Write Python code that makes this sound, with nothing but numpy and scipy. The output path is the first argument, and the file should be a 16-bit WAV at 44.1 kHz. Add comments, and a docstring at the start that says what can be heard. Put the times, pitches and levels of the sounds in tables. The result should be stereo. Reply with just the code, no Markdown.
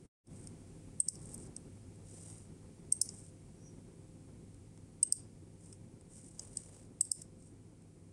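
"""A quiet office, a desk just left of a handheld camera's stereo microphone: a computer mouse is clicked
and nudged. Each click is a press that rings the switch spring and a duller release, among small ticks.
The feet hiss as they slide and squeak once; two soft, airy swells of hiss sit near the centre.
Behind it, ventilation rumbles and hums. A limiter flattens the clicks and ducks the room after them;
the sound drops out briefly near the start."""
import sys
import numpy as np
from scipy import signal
from scipy.fft import rfft, irfft, next_fast_len
from scipy.io import wavfile
from scipy.ndimage import uniform_filter1d, minimum_filter1d, map_coordinates

SR = 44100
rng = np.random.default_rng(int(sys.argv[2]) if len(sys.argv) > 2 else 0)


def unload_wav(signal):
    """Save mono or channel-first audio to the path in sys.argv[1] as 16-bit WAV at rate SR, clipped to [-1, 1]."""
    wavfile.write(
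        sys.argv[1],
        SR,
        np.round(np.clip(np.atleast_2d(signal).T, -1, 1) * 32767).astype(np.int16),
    )


N = 358488

# ventilation rumble: f/Hz, relative density/dB
RUMBLE_SPECTRUM = [(12, -48.5), (20, -20), (43, -7), (69, -10.5), (84, -8), (103, -8.5), (129, -6),
                   (162, -7), (399, -13), (464, -19.5), (529, -20.5), (615, -27), (801, -24.5),
                   (1800, -40.5), (2340, -37), (3960, -120)]
# swells of the rumble: middle t/s, half length/s, rise/dB
RUMBLE_SWELLS = [(0.34, 0.085, 2.5), (1.4, 0.22, 5.5), (2.748, 0.36, 1.5)]
# airy hiss of the room: f/Hz, relative density/dB
AIR_SPECTRUM = [(500, -5), (1500, -2), (2400, -1), (3800, -5.5), (5300, -3), (7000, -2), (8800, 4),
                (10000, -2.5), (11000, -7.5), (12000, -28), (15500, -25.5)]
# mains and fan tones: f/Hz, level/dB
HUM_TONES = [(100, -61), (161.8, -63.5), (259, -74.5), (518, -76.5), (551.5, -86), (678.5, -86.5)]
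# likeness of the room noise across the microphone pair: f/Hz, correlation
MIC_COHERENCE = [(30, 1), (130, 0.88), (260, 0.88), (400, 0.63), (600, -0.055), (1000, -0.31),
                 (2000, -0.13), (16000, 1)]
# decay of the office: f/Hz, t60/s
ROOM_DECAY = [(500, 0.99), (5000, 0.35), (8500, 0.17), (11000, 0.17), (13000, 0.13), (16000, 0.09)]
# desk, screen and wall reflections: delay/s, level/dB
ROOM_ECHOES = [(.0046, -25), (.0108, -36), (.0135, -31), (.031, -40), (.0425, -38)]
# colour of the room's tail, dipping where the shell radiates poorly: f/Hz, gain/dB
TAIL_COLOUR = [(500, 0), (3000, 2), (4300, -1), (4900, -10), (5300, -11), (5800, -6), (6500, -5),
               (7600, -1), (8400, -2), (9100, 2), (12000, -1), (14500, 2)]

# whistle of a sticking foot: f/Hz, relative level/dB
SQUEAK_TONES = [(5790, 0), (5480, -15), (6490, -11)]
# bright band of a swell, in a slide the feet rubbing on the desk: f/Hz, relative density/dB
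BRIGHT_SPECTRUM = [(500, -34), (4200, -27), (4800, -21), (5400, -13), (6500, -14), (7150, -8), (7550, -8),
                   (8100, -3), (8650, 1), (9300, -5.5), (10200, -16), (11200, -24), (12300, -46),
                   (14500, -42), (16000, -50)]
# low band of a swell, in a slide the desk top answering: f/Hz, relative density/dB
LOW_SPECTRUM = [(150, -27), (500, 14.5), (800, 1), (1200, -4.5), (2000, -8), (3000, -7.5), (4500, -10),
                (7200, -5.5), (9500, -5), (11300, -15), (12500, -33), (14500, -21), (16000, -34)]
# mouse slides on the left, and two soft, airy swells near the centre (from 2.024 s and 6.63 s):
# start t/s, end t/s, bright band/dB, low band/dB, left minus right/dB, close reflection/dB
HISS_SWELLS = [(0.3, 0.528, -58, -78, 9, -16), (1.164, 1.417, -52, -77, 13, -16),
               (1.374, 1.493, -53.5, -73, 13, -18), (2.024, 2.49, -52, -63, 5, -6),
               (3.023, 3.33, -52.5, -76, 11, -18), (5.57, 5.784, -60, -74, 6, -16),
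               (6.072, 6.363, -53, -73.5, 11, -22), (6.317, 6.567, -57.5, -66, 3.5, -9),
               (6.504, 6.7, -53.5, -67, 7, -9), (6.63, 6.9, -62.5, -64, 3.5, -6),
               (7.1, 7.264, -57, -71, 6, -14), (7.366, 7.541, -63, -87, 5, -14)]

# plastic chatter of the button: f/Hz, relative density/dB
CHATTER_SPECTRUM = [(300, -55), (1600, -56.5), (3000, -36.5), (3900, -37), (4800, -38.5), (6000, -19.5),
                    (7000, -15.5), (8000, 3.5), (8700, 7), (9450, -7.5), (10000, -14), (11300, -26),
                    (12500, -46.5)]
# broad, quickly damped resonance of the shell: f/Hz, relative density/dB
SHELL_SPECTRUM = [(800, -44), (2000, -54), (3700, -48), (4300, -32), (4650, -16), (4900, -4), (5250, 1.5),
                  (5800, -4), (6500, -5), (7300, -5), (8000, -11), (12000, -50)]
# sharp crack of the contact: f/Hz, relative density/dB
CRACK_SPECTRUM = [(2000, -76.5), (7000, -11.5), (9000, -23.5), (10700, 18), (12500, 6), (15500, -6)]
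# hollow thud of the body on the desk: f/Hz, relative density/dB
THUD_SPECTRUM = [(200, -17.5), (480, -4), (750, 1), (1200, -5.5), (2200, -5), (3000, -4.5), (3600, -4.5),
                 (4300, -13), (8000, -48.5)]
# presses that ring the case: t/s, level/dB, f/Hz
CASE_TONES = [(1.002, -60, 3340), (5.032, -55, 2930)]
# button going down; shell, crack and thud are relative to the chatter:
# t/s, peak/dB, swell/s, shell/dB, crack/dB, thud/dB, spring f/Hz, lever f/Hz, left minus right/dB
BUTTON_PRESSES = [(1.0016, 0.5, 0.0011, -26, -48, -43, 8300, 5480, 16),
                  (2.9237, -2.5, 0.00084, -12, -26, -36, 8410, 6050, 6.5),
                  (5.029, -4.5, 0.0014, -14.5, -32, -35, 8330, 5240, 10.5),
                  (7.0094, -0.5, 0.0012, -17, -22, -42.5, 8300, 5220, 14)]
# button coming up: columns as BUTTON_PRESSES
BUTTON_RELEASES = [(1.0858, -2.5, 0.00077, -6.5, -24, -65, 9140, 5070, 9.5),
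                   (3.0152, -5.5, 0.00097, -3.5, -15, -57, 9350, 4790, 8),
                   (5.1242, -1.5, 0.00097, -11, -20, -59, 8400, 4810, 11.5),
                   (7.1170, 0, 0.00064, -7, -18.5, -54, 8960, 5280, 9.5)]
# small plastic ticks: light taps, a tick just before one press, a faint echo after another;
# columns as BUTTON_PRESSES
PLASTIC_TICKS = [(.2705, -42, 0.0014, -9, -28, -32, 8480, 5560, 10),
                 (.4723, -33, 0.00066, -4, -25, -18, 8900, 6240, 11),
                 (1.1550, -40, .0008, 2, -15, -27, 8600, 5400, 12),
                 (1.3355, -38, .0006, -14, -25, -28, 8700, 5500, 10),
                 (1.3428, -29, 0.00024, -14, -2, -28, 8700, 6340, 18),
                 (1.3455, -28, 0.0008, -16, -22, -33, 8980, 6500, 14),
                 (1.3792, -36, .0004, -18, -31, -34, 8800, 5500, 14),
                 (1.4005, -40.5, .0004, -10, -30, -28, 8700, 5300, 12),
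                 (1.5648, -28, 0.00091, -8, -42, -27, 8560, 6030, 8.5),
                 (1.9588, -52, 0.00061, -9, -29, -25, 8700, 5530, 5),
                 (2.9217, -23, .0007, 4, -30, -25, 7900, 5300, 12),
                 (4.5450, -51, 0.00059, -8, -22, -10, 9400, 5300, 1),
                 (4.7763, -46, 0.00035, -1, -18, 6, 8500, 5500, 3),
                 (5.7270, -38.5, 0.0016, -9, -40, -19, 7920, 5300, 7),
                 (6.0108, -45.5, .00077, -11, -26, -12.5, 9040, 5500, 9),
                 (6.5712, -17, 0.00075, -10.5, -34, -35, 8700, 4970, 9.5),
                 (7.0516, -27, 0.00092, -32, -34.5, -35, 8330, 5400, 16),
                 (7.2180, -33.5, 0.0014, -7.5, -18, -24, 8760, 5400, 8),
                 (7.4252, -45.5, 0.00041, -14, -30, -22, 8710, 5500, 8),
                 (7.8220, -52, 0.0007, -20, -25, -19.5, 8880, 5400, 5)]
# mouse set down on the desk: columns as BUTTON_PRESSES
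DESK_KNOCKS = [(3.0900, -27.5, 0.001, 12, -38, -12, 7900, 5800, 12),
               (6.3946, -24, 0.0009, 3.5, -20, -15, 7800, 6530, 14)]
# brief dropout of the whole sound: t/s, gain/dB
DROPOUT_CURVE = [(.058, -4), (.064, -15), (.08, -32), (.1, -62), (.23, -62), (.242, -24), (.27, -11),
                 (.31, 0)]


def amp(db):
    """Decibels to gain."""
    return 10 ** (np.asarray(db) / 20)


def unit(x):
    """Scales each channel to rms 1."""
    return x / np.sqrt(np.mean(x ** 2, axis=-1, keepdims=True) + 1e-20)


def at_hz(points, hz):
    """Reads a curve on a log-frequency axis."""
    f, value = np.transpose(points)
    return np.interp(np.log(hz + 1), np.log(f + 1), value)


def colour(x, spectrum):
    """Filters x by a spectrum in dB."""
    size = next_fast_len(x.shape[-1], True)
    gain = amp(at_hz(spectrum, np.fft.rfftfreq(size, 1 / SR)))
    return irfft(rfft(x, size) * gain, size)[..., :x.shape[-1]]


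def drift(hz):
    """Slow random wander of rms 1, up to about hz."""
    size = next_fast_len(N, True)
    lowpass = np.exp(-(np.fft.rfftfreq(size, 1 / SR) / hz) ** 2)
    return unit(irfft(rfft(rng.standard_normal(size)) * lowpass, size)[:N])


def add(mix, s, sound):
    """Mixes a stereo sound in at time s."""
    part = mix[:, max(round(s * SR), 0):][:, :sound.shape[1]]
    part += sound[:, :part.shape[1]]


def fade(db_per_s):
    """Gain that sinks steadily in dB and passes 1 halfway through."""
    t = np.arange(N) / SR
    return amp(db_per_s * (t.mean() - t))


def room_noise(spectrum):
    """Noise from all around: alike at both microphones in the bass, much less so in the midrange."""
    left, other = rfft(rng.standard_normal((2, N)))
    coherence = np.clip(at_hz(MIC_COHERENCE, np.fft.rfftfreq(N, 1 / SR)), -1, 1)
    right = coherence * left + np.sqrt(1 - coherence ** 2) * other
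    return unit(colour(irfft(np.array([left, right]), N), spectrum))


def ventilation(rumble_db=-57, flutter_db=1.78, hiss_db=(-69, -70.5)):
    """Room tone: a fluttering rumble of air under a thin hiss, both slowly sinking."""
    t = np.arange(N) / SR
    swell_db = sum(db * np.exp(-((t - s) / half) ** 2) for s, half, db in RUMBLE_SWELLS)
    rumble = room_noise(RUMBLE_SPECTRUM) * amp(rumble_db + swell_db + flutter_db * drift(hz=32))
    hiss = room_noise(AIR_SPECTRUM) * amp(hiss_db)[:, None]
    return rumble * fade(db_per_s=0.5) + hiss * fade(db_per_s=0.76)


def hum(waver_db=2, wander_rad=0.92):
    """Mains and fans hum in the background, each tone wavering a little as they slowly sink."""
    t = np.arange(N) / SR
    tones = np.zeros(N)
    for hz, db in HUM_TONES:
        level = amp(db + waver_db * drift(hz=4))
        tones += level * np.sin(2 * np.pi * hz * t + wander_rad * drift(hz=8.7))
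    return np.sqrt(2) * tones * fade(db_per_s=0.55)


def room_response(tail_db=-16, build_s=0.004):
    """A few hard reflections reach the microphone over a diffuse tail whose treble dies first."""
    hz, t, noise = signal.stft(rng.standard_normal((2, SR // 2)), SR, nperseg=256)
    decay = amp(-60 * t / at_hz(ROOM_DECAY, hz)[:, None])
    tail = signal.istft(noise * decay, SR, nperseg=256)[1]
    tail *= 1 - np.exp(-np.arange(tail.shape[1]) / SR / build_s)
    tail *= amp(tail_db) / np.linalg.norm(tail[0])
    response = colour(tail, TAIL_COLOUR)
    for delay_s, db in ROOM_ECHOES:
        add(response, delay_s, amp(db) * rng.choice([-1, 1], (2, 1)))
    return response


def office_reverb(direct, right_db=-3, positions=4):
    """The room answers the mouse; as mouse and microphone shift, its reflections fall differently."""
    out, start = np.zeros((2, N)), 0
    for stretch in np.array_split(direct.sum(0), positions):
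        add(out, start / SR, signal.fftconvolve(stretch[None], room_response(), axes=1))
        start += len(stretch)
    return out * amp([[0], [right_db]])


def foot_squeak(at_s=3.668, level_db=-63.5, fade_s=0.037, right_db=-4,
                wander_rad=1.2, flutter_db=3, flutter_hz=180):
    """A sticking foot whistles unsteadily, swelling and dying away."""
    t = np.arange(N) / SR
    whistle = sum(amp(db) * np.sin(2 * np.pi * hz * t + wander_rad * drift(flutter_hz))
                  for hz, db in SQUEAK_TONES)
    swell = np.exp(-abs(t - at_s) / fade_s) * amp(level_db + flutter_db * drift(flutter_hz))
    return unit(whistle) * swell * amp([[0], [right_db]])


def grainy_noise(grit_per_s=1500, grit_db=-4, spread_db=2.3, grain_db=-3.5, waver_db=0.7):
    """Rough, wavering noise: in a slide, the feet catching on grit under an uneven hand."""
    catches = rng.random(N) < grit_per_s / SR
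    grit = catches * amp(spread_db * np.minimum(rng.exponential(1, N), 4))
    noise = rng.standard_normal((2, N))
    roughness = amp(grain_db * drift(hz=120)) + amp(grit_db) * unit(grit)
    return noise * roughness * amp(waver_db * drift(hz=16))


def slides_and_airy_swells(echo_s=0.00101, echo_wander=0.028, arch_power=1.13):
    """Arches of hiss: mouse feet rubbing the desk on the left, two soft, airy swells near the centre."""
    t, out = np.arange(N) / SR, np.zeros((2, N))
    noise = grainy_noise()
    bright, low = unit(colour(noise, BRIGHT_SPECTRUM)), unit(colour(noise, LOW_SPECTRUM))
    # a shifting reflection from a nearby surface ripples the hiss
    delay_samples = SR * echo_s * (1 + echo_wander * drift(hz=5))
    echo = np.array([map_coordinates(side, [np.arange(N) - delay_samples], order=3) for side in bright])
    for start, end, bright_db, low_db, left_db, echo_db in HISS_SWELLS:
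        during = (t > start) & (t < end)
        arch = np.sin(np.pi * (t[during] - start) / (end - start))  # in a slide, the hand's speed
        hiss = unit(bright[:, during] + amp(echo_db) * echo[:, during])
        hiss *= amp([[bright_db], [bright_db - left_db]])
        out[:, during] += arch ** arch_power * (hiss + low[:, during] * amp(low_db))
    return out


def case_rings(t60_s=0.06, right_db=-3):
    """A firm press sets the hollow case ringing briefly."""
    t, out = np.arange(SR // 5) / SR, np.zeros((2, N))
    for s, db, hz in CASE_TONES:
        ring = amp(db - 60 * t / t60_s) * np.sin(2 * np.pi * hz * t)
        add(out, s, ring * amp([[0], [right_db]]))
    return out


def blow(t, swell_s):
    """Force of one impact: rises from t = 0 to 1 at swell_s, then dies away."""
    age = np.maximum(t, 0) / swell_s
    return age * np.exp(1 - age)


def mouse_snaps(rows, spring_db, lever_db, creak_db=-6, bounce_db=-22, shell_pitch=1,
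                creak_s=0.001, bounce_s=0.0032):
    """Plastic chatters and cracks, rings spring, lever and shell, thuds on the desk and bounces once."""
    out, lead_s = np.zeros((2, N)), 256 / SR
    t = np.arange(2048) / SR - lead_s
    shell = [(hz * shell_pitch, db) for hz, db in SHELL_SPECTRUM]
    creak = amp(creak_db) * np.exp(-abs(t) / creak_s)  # begins a moment before the snap
    for s, peak_db, swell_s, shell_db, crack_db, thud_db, spring_hz, lever_hz, left_db in rows:
        force = blow(t, swell_s) + amp(bounce_db) * blow(t - bounce_s, swell_s)
        parts = [(CHATTER_SPECTRUM, 0), (shell, shell_db),
                 (CRACK_SPECTRUM, crack_db), (THUD_SPECTRUM, thud_db)]
        burst = sum(amp(db) * unit(colour(rng.standard_normal((2, len(t))) * (force + creak), spectrum))
                    for spectrum, db in parts)
        # the finger damps spring and lever as quickly as the chatter
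        ring = sum(amp(db) * unit(force * np.sin(2 * np.pi * (hz * t + rng.random((2, 1)))))
                   for hz, db in [(spring_hz, spring_db), (lever_hz, lever_db)])
        snap = unit(burst + ring) * np.sqrt(np.mean(force ** 2) / 2)
        add(out, s - lead_s, snap * amp([[peak_db], [peak_db - left_db]]))
    return out


def scene():
    """At the microphone: the mouse close on the left, the office and its ventilation behind."""
    # the pressing finger loads the shell and lowers its resonance
    mouse = mouse_snaps(BUTTON_PRESSES, spring_db=4, lever_db=-25.5, creak_db=-18,
                        bounce_db=-15, shell_pitch=0.97)
    mouse += mouse_snaps(BUTTON_RELEASES, spring_db=0.5, lever_db=-19, creak_db=-8)
    mouse += mouse_snaps(PLASTIC_TICKS, spring_db=-5.5, lever_db=-16.5)
    mouse += mouse_snaps(DESK_KNOCKS, spring_db=7.5, lever_db=1)
    mouse += case_rings()
    background = ventilation() + hum()
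    return background + office_reverb(mouse) + slides_and_airy_swells() + foot_squeak() + mouse


def record(dry, ceiling_db=-8.1, hold_s=0.027, recovery_db_per_s=230, cutoff_hz=15900):
    """After the microphone: a look-ahead limiter that holds and recovers, a brief dropout, a low-pass."""
    t, hold = np.arange(N) / SR, int(hold_s * SR)
    over_db = np.maximum(20 * np.log10(abs(dry).max(0) + 1e-9) - ceiling_db, 0)
    held_db = -minimum_filter1d(-over_db, hold, origin=hold // 2 - 100)  # looks 100 samples ahead
    recovery_db = t * recovery_db_per_s
    duck_db = uniform_filter1d(np.maximum.accumulate(held_db + recovery_db) - recovery_db, size=32)
    dropout = amp(np.interp(t, *np.transpose(DROPOUT_CURVE)))
    lowpass = signal.firwin(255, cutoff_hz, window=("kaiser", 9), fs=SR)
    return signal.oaconvolve(dry * amp(-duck_db) * dropout, lowpass[None], "same")


dry = scene()
out = record(dry)
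unload_wav(out)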